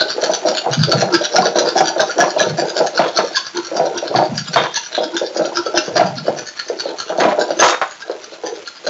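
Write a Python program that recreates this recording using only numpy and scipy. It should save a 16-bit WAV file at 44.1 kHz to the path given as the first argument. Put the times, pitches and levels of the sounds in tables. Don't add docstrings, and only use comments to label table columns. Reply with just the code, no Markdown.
import sys
import numpy as np
from scipy import signal
from scipy.io import wavfile
from scipy.ndimage import uniform_filter1d

SR = 44100
rng = np.random.default_rng(int(sys.argv[2]) if len(sys.argv) > 2 else 0)


def master_out(mix):
    frames = np.transpose(np.atleast_2d(mix))
    ceiling = np.clip(frames, -1, 1)
    pcm = np.round(ceiling * 32767).astype(np.int16)
    wavfile.write(sys.argv[1], SR, pcm)


N = 392049

# start_s, level_db
EGG_SLAPS = [(0.011,-10),(.179,-9.5),(.226,-5.5),(.293,-6),(0.45,-6),(0.47,-3),(0.659,-5),(.882,-8),(.931,-5.5),(1.022,-3.5),(1.21,-10),(1.345,-5),(1.383,1.5),(1.456,-4.5),(1.556,-4),(1.605,-5),(1.638,-5.5),(1.758,-3.5),(1.804,1),(1.961,-7),(1.999,-5),(2.172,-14),(2.186,-1.5),(2.223,-3),(2.363,-7),(2.409,-3.5),(2.583,-5),(2.621,-5),(2.763,-9.5),(2.801,-1.5),(2.992,0.5),(3.185,-3),(3.714,-11.5),(3.751,-7.5),(3.795,-1),(3.863,-8.5),(4.025,-11.5),(4.11,-10.5),(4.149,-1.5),(4.185,-1),(4.562,-5),(4.977,-4.5),(5.213,-9),(5.361,-10.5),(5.395,-3),(5.448,-9),(5.662,-12),(5.742,-8.5),(5.879,-10),(5.958,-6),(5.994,0),(6.28,-3.5),(6.698,-11.5),(6.855,-10),(7.099,-8),(7.182,-4),(7.224,-3),(7.249,1),(7.385,-4.5),(7.504,-5.5),(7.593,-6.5),(8.096,-11),(8.32,-22.5),(8.435,-12.5),(8.522,-16),(8.866,-8.5)]
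# mode_hz, level_db, t60_s
BOWL_MODES = [(369.5, 5, 0.05), (496, -2, 0.055), (620, -3, 0.11), (714, -4, 0.058), (807.2, -8, 0.17),
              (920, -14.5, 0.19), (955, -8.5, 0.083), (1368, -11.5, 0.061), (1488, 3, 0.014),
              (1663, -5, 0.04)]
# start_s, knock_db, wire_ring_db
WALL_KNOCKS = [(2.993,-6,-13),(3.187,-2,-14.5),(4.559,1.5,-3.5),(4.977,-23,-9),(7.623,5,-4),(7.814,1.5,-26)]
# mode_hz, level_db, t60_s
LOOP_MODES = [(3270,-2,.07),(3480,-2,.07),(3720,0,.09)]
# bottom_s, clack_db
HANDLE_STROKES = [(.0094,-3.5),(0.238,-3.5),(0.4856,-4.5),(0.7365,-6.5),(0.9177,-3.5),(1.1488,-1),(1.358,-1.5),(1.5866,0),(1.7846,-3),(2.005,-4.5),(2.204,-4.5),(2.4031,-1),(2.597,-9),(2.778,-7.5),(2.9761,-4),(3.1721,-3.5),(3.3673,-1),(3.574,-14.5),(3.7672,-11),(3.978,-11.5),(4.1625,-8),(4.378,-7),(4.542,-11),(4.7628,-6.5),(4.95,-9),(5.166,-6.5),(5.3702,-12.5),(5.573,-7),(5.7736,-3.5),(5.9667,-7),(6.18,-15.5),(6.387,-15),(6.593,-14.5),(6.7979,-11.5),(7.001,-11),(7.2016,-9),(7.4118,-10),(7.602,-5.5),(7.821,-26),(8.02,-23.5),(8.24,-24.5),(8.4635,-15),(8.6742,-17),(8.8725,-11)]
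# time_s, level_db
SPRING_LEVEL = [(0,-9),(1.5,-7),(2.4,-17),(3.9,-19),(5.1,-17.5),(6.3,-20.5),(7.4,-22.5),(8.89,-32)]
# mode_hz, level_db, t60_s
STEEL_MODES = [(1565,-6.5,0.042),(2380,-15.5,0.049),(2966,-10.5,0.063),(3280,-6,.03),(3903,-3,0.015),(4390,12,.018),(4673,5,0.017),(5740,8.5,.017),(6404,2,0.016)]
# start_s, end_s, level_db
WALL_DRAGS = [(2.197,2.266,-24),(3.014,3.08,-25.5),(4.575,4.671,-22),(5.954,6.044,-25.5),(7.199,7.33,-20.5),(7.616,7.75,-13.5)]
# centre_s, level_db
HUB_GRINDS = [(1.141,-12.5),(1.578,-21),(3.579,-19),(3.966,-22),(5.155,-22),(5.59,-19.5),(5.77,-18.5)]
# time_s, level_db
WOBBLE_SPELLS = [
    [(.66, -33.5), (.82, -13), (1.08, -26), (1.18, -32.5)],
    [(2.45, -33.5), (2.55, -27), (2.7, -46)],
    [(4.1, -31), (4.33, -25.5), (4.65, -35.5)],
    [(5.88, -34.5), (6.12, -26.5), (6.45, -46)],
]
# start_s, level_db, pitch_hz
BOWL_RINGS = [(.008,-9,1472),(1.364,-7.5,1400),(1.995,-6,1555),(2.095,-12.5,1400),(2.203,-3.5,1657),(2.398,-6.5,1665),(2.975,-9.5,1433),(3.348,-14.5,1677),(3.37,-12.5,1030),(4.76,-32,1630),(4.771,-15.5,922),(5.57,-10,1337),(5.666,-13,1320),(7.411,-11.5,1550),(8.022,-20.5,1580)]

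T = np.arange(N) / SR
LEAD = SR // 12
STROKE = np.arange(-LEAD, 3 * LEAD) / SR

SLAP_HZ, SLAP_HZ_PER_DB, SLAP_FLOOR_HZ = 686, 14.5, 473.7
CHURN_DB, CHURN_AFTER_S = -10.5, .012
RATTLE_DB, TOP_CLACK_DB, RUN_BACK_DB = -4.5, 1, -15
RETURN_AFTER_S, RETURN_JITTER_S, RUN_BACK_S = .098, .007, .045
SQUEAL_S, SQUEAL_LENGTH_S, SQUEAL_HZ = 7.625, 0.081, 6350
SQUEAL_DB, GRATE_DB = -27.5, -17


def bowl():
    body, hard_blows = np.zeros((2, N))
    spin = swell(rise_s=0.027, fall_s=0.055)
    for s, db in EGG_SLAPS:
        pitch_hz = max(SLAP_HZ + SLAP_HZ_PER_DB * db, SLAP_FLOOR_HZ) * rng.uniform(.86, 1.12)
        blow = rebounds(gap_s=0.0077, loss_db=4, count=3)
        add(body, undb(db + 1) * plop(pitch_hz, fall_s=.009, glide_per_s=rng.uniform(-2, 11)), s)
        slap_ring = ring(blow, modes_near(pitch_hz), detune=.014, scatter_db=5.0)
        add_stroke(body, undb(db + 13) * slap_ring, s)
        add_stroke(hard_blows, undb(1.72 * db) * blow, s)
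        contacts = spin * taps(len(STROKE), rate_hz=170, scatter_db=7.0)
        chatter = undb(-4.5) * ring(contacts, modes_near(pitch_hz), detune=0.022, scatter_db=4.5)
        gulps = undb(6) * pings(spin, pitch_hz, spread=0.2386, cycles=5.54, glide_per_s=5, count=9)
        add_stroke(body, undb(CHURN_DB + db) * (chatter + gulps), s + CHURN_AFTER_S)
    crack = undb(7.0) * band(slide(hard_blows, decay_s=0.025), 1000, 2200)
    thud = undb(24.5) * band(slide(hard_blows, decay_s=.025), 156, 361, order=4)
    return band(body, 287, 1520, order=3) + crack + thud


def modes_near(pitch_hz):
    return [(hz, db - 9 * min(abs(np.log2(hz / pitch_hz)), 1), t60) for hz, db, t60 in BOWL_MODES]


def knocks():
    crack, loops = np.zeros((2, N))
    for s, knock_db, wires_db in WALL_KNOCKS:
        blow = rebounds(gap_s=.007, loss_db=3.5, count=4)
        add_stroke(crack, undb(knock_db) * slide(blow, decay_s=.008), s)
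        shaking = swell(rise_s=.001, fall_s=.08) * taps(len(STROKE), rate_hz=110, scatter_db=4.5)
        loop_ring = ring(shaking, LOOP_MODES, detune=.012, scatter_db=2.5)
        add_stroke(loops, undb(wires_db - 19) * loop_ring, s)
    return undb(27.5) * band(crack, 560, 1560) + loops


def shaft():
    steel, rubbing, ticks = np.zeros((3, N))
    upper_modes = [mode for mode in BOWL_MODES if mode[0] > 1200]
    for s, clack_db, rattle in reversals():
        blow = undb(clack_db + 10.5) * rebounds(gap_s=0.0056, loss_db=4.5, count=3)
        push = blow + undb(-8.5) * rattle * taps(len(STROKE), rate_hz=170, scatter_db=6)
        add_stroke(steel, ring(push, STEEL_MODES, detune=0.06, scatter_db=8.0), s)
        add_stroke(steel, undb(-3.5) * ring(push, upper_modes, detune=0.032, scatter_db=10.0), s)
        add_stroke(rubbing, push, s)
        wire_hz = 4882 * np.exp(0.185 * np.clip(rng.standard_normal(), -2, 2))
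        wire_ticks = pings(rattle, wire_hz, spread=0.1662, cycles=14.3, glide_per_s=0, count=80)
        add_stroke(ticks, undb(-3.0) * wire_ticks, s)
    rub = undb(-1.5) * band(slide(rubbing, decay_s=.017), 2460, 4880)
    return undb(0.5) * steel + band(ticks, 2200, 5670) + rub


def reversals():
    spin = swell(rise_s=0.013, fall_s=0.015)
    running = (STROKE < 0) & (STROKE > -RUN_BACK_S)
    rows = []
    for (s, clack_db), late in zip(HANDLE_STROKES, rng.uniform(-0.91, 1, len(HANDLE_STROKES))):
        spring_db = spring_level_db(s)
        rasp = undb(spring_db) * (undb(RATTLE_DB) * spin + undb(RUN_BACK_DB) * running)
        top_s = s + RETURN_AFTER_S + RETURN_JITTER_S * late
        rows.append((s, clack_db, undb(clack_db + RATTLE_DB) * spin))
        rows.append((top_s, spring_db + TOP_CLACK_DB, rasp))
    return rows


def spring_level_db(s):
    return np.interp(s, *np.transpose(SPRING_LEVEL))


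def catches():
    out = np.zeros(N)
    modes = [(5650, -1.5, 0.041), (4300, -1.5, 0.019)]  # mode_hz, level_db, t60_s
    for s, _ in HANDLE_STROKES:
        tick = ring(rebounds(gap_s=0.0042, loss_db=7.0, count=3), modes, detune=0.028, scatter_db=2.0)
        add_stroke(out, undb(spring_level_db(s) + 7) * tick, s - .024)
    return out


def drag():
    pressure = np.zeros(N)
    for start_s, end_s, db in WALL_DRAGS:
        fading = undb(db - 54 * np.clip(T - start_s, 0, 1))
        pressure += fading * ((T > start_s) & (T < end_s))
    slips = taps(N, rate_hz=480, scatter_db=4.5)
    scratch = slide(slips, decay_s=.002)
    grit = undb(3.5) * unit(band(scratch, 850, 1620, order=1))
    body = grit + undb(2) * unit(ring(slips, BOWL_MODES, detune=0.023, scatter_db=7.3))
    held = (T > SQUEAL_S) * np.exp(-np.maximum(T - SQUEAL_S - SQUEAL_LENGTH_S, 0) / 0.015)
    squeal = undb(SQUEAL_DB) * unit(band(slips, SQUEAL_HZ, SQUEAL_HZ + 220))
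    grate = undb(GRATE_DB) * unit(band(scratch, 1470, SQUEAL_HZ))
    return uniform_filter1d(pressure, LEAD // 30) * band(body, 290, 4500) + held * (squeal + grate)


def grind():
    out = np.zeros(N)
    for s, level_db in HUB_GRINDS:
        tones = (350, level_db), (945, level_db - 9.5), (rng.uniform(1330, 1650), level_db - 10.5)
        for hz, db in tones:
            waver, grip = (unit(band(noise, 7.9, 99)) for noise in rng.standard_normal((2, len(STROKE))))
            phase = 2 * np.pi * np.cumsum(hz * (1 + 0.054 * waver)) / SR
            tone = unit(np.sin(phase) * undb(2.6 * grip))
            add_stroke(out, undb(db) * np.exp(-(STROKE / 0.025) ** 2) * tone, s)
    return out


def clear_rings():
    out = np.zeros(N)
    for s, db, hz in BOWL_RINGS:
        add(out, undb(db) * plop(hz, fall_s=0.012, glide_per_s=0.91), s)
    return out


def wobble():
    level = np.zeros(N)
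    for spell in WOBBLE_SPELLS:
        level += undb(np.interp(T, *np.transpose(spell), left=-120, right=-120))
    thuds = pings(np.ones(N), 154.5, spread=.28, cycles=2, glide_per_s=0, count=500)
    return level * unit(band(thuds, 118.6, 300, order=4))


def swirl():
    contacts = taps(N, rate_hz=240, scatter_db=3.0)
    wash = band(slide(contacts, decay_s=0.0044), 280, 3300, order=1)
    return undb(np.interp(T, [0, T[-1]], [-38, -41])) * unit(wash)


def kitchen(direct):
    t = T[:SR // 2]
    tail = rng.standard_normal(len(t)) * undb(-60 * t / .3) * (t > .005)
    return undb(-7.5) * signal.oaconvolve(direct, tail / np.linalg.norm(tail))[:N]


def undb(db):
    return 10 ** (np.asarray(db) / 20)


def unit(x):
    return x / np.sqrt(np.mean(x ** 2) + 1e-18)


def band(x, lo_hz, hi_hz, order=2):
    sos = signal.butter(order, [lo_hz, min(hi_hz, .45 * SR)], "band", fs=SR, output="sos")
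    return signal.sosfilt(sos, x + 1e-18)


def add(track, sound, s):
    start = int(s * SR)
    lo, hi = max(start, 0), min(start + len(sound), len(track))
    if hi > lo:
        track[lo:hi] += sound[lo - start:hi - start]


def add_stroke(track, sound, s):
    add(track, sound, s + STROKE[0])


def ring(push, modes, detune, scatter_db):
    hz, db, t60 = np.transpose(modes)[:, :, None]
    shift, weight, side = rng.standard_normal((3, len(modes), 1))
    t = T[:LEAD]
    waves = np.sign(side) * np.sin(2 * np.pi * hz * (1 + detune * shift) * t)
    decay = undb(db + scatter_db * np.clip(weight, -1, 1) - 60 * t / t60)
    response = np.sum(decay * waves, axis=0)
    return signal.fftconvolve(push, response / np.linalg.norm(response))[:len(push)]


def swell(rise_s, fall_s):
    return np.exp(np.minimum(STROKE / rise_s, -STROKE / fall_s))


def taps(size, rate_hz, scatter_db):
    chance = rng.standard_normal((size // 40, 2))
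    at = np.cumsum(np.exp(chance[:, 0] / 2)) * SR / rate_hz
    force = undb(scatter_db * np.clip(chance[:, 1], -2, 2))
    return unit(np.bincount(np.minimum(at, size).astype(int), force, size + 1)[:size])


def rebounds(gap_s, loss_db, count):
    gaps_s = gap_s * (1 + rng.uniform(-0.26, .5, count))
    at = LEAD + SR * (np.cumsum(gaps_s) - gaps_s[0])
    return np.bincount(at.astype(int), undb(-loss_db * np.arange(count)), len(STROKE))


def slide(push, decay_s):
    keep = np.exp(-2 / (decay_s * SR))
    power = signal.lfilter([1 - keep], [1, -keep], push ** 2 + 1e-18)
    return np.sqrt(power) * rng.standard_normal(len(push))


def pings(spin, hz, spread, cycles, glide_per_s, count):
    out = np.zeros(len(spin))
    t = T[:int(5 * cycles / hz * SR)]
    starts = rng.integers(0, len(spin), count)
    pitches_hz = hz * np.exp(spread * rng.standard_normal(count))
    for at, pitch_hz in zip(starts, pitches_hz):
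        if spin[at] > .01:
            wave = np.sin(2 * np.pi * pitch_hz * t * (1 + glide_per_s * t))
            add(out, spin[at] * wave * np.exp(-pitch_hz * t / cycles), at / SR)
    return out


def plop(hz, fall_s, glide_per_s):
    t = T[:LEAD]
    wave = np.sin(2 * np.pi * hz * t * (1 + glide_per_s * t))
    return wave * (1 - np.exp(-t / 0.0012)) * np.exp(-t / fall_s)


def scene():
    direct = bowl() + knocks() + shaft() + catches() + drag() + grind() + clear_rings() + wobble() + swirl()
    return (direct + kitchen(direct))[None]


def record(dry):
    top = signal.butter(18, 7450, fs=SR, output="sos")
    bass_cut = signal.butter(4, 90, "high", fs=SR, output="sos")
    clipped = np.clip(signal.sosfilt(top, dry), -.68, .68)
    return signal.sosfilt(top, signal.sosfilt(bass_cut, clipped))


dry = scene()
out = record(dry)
master_out(out)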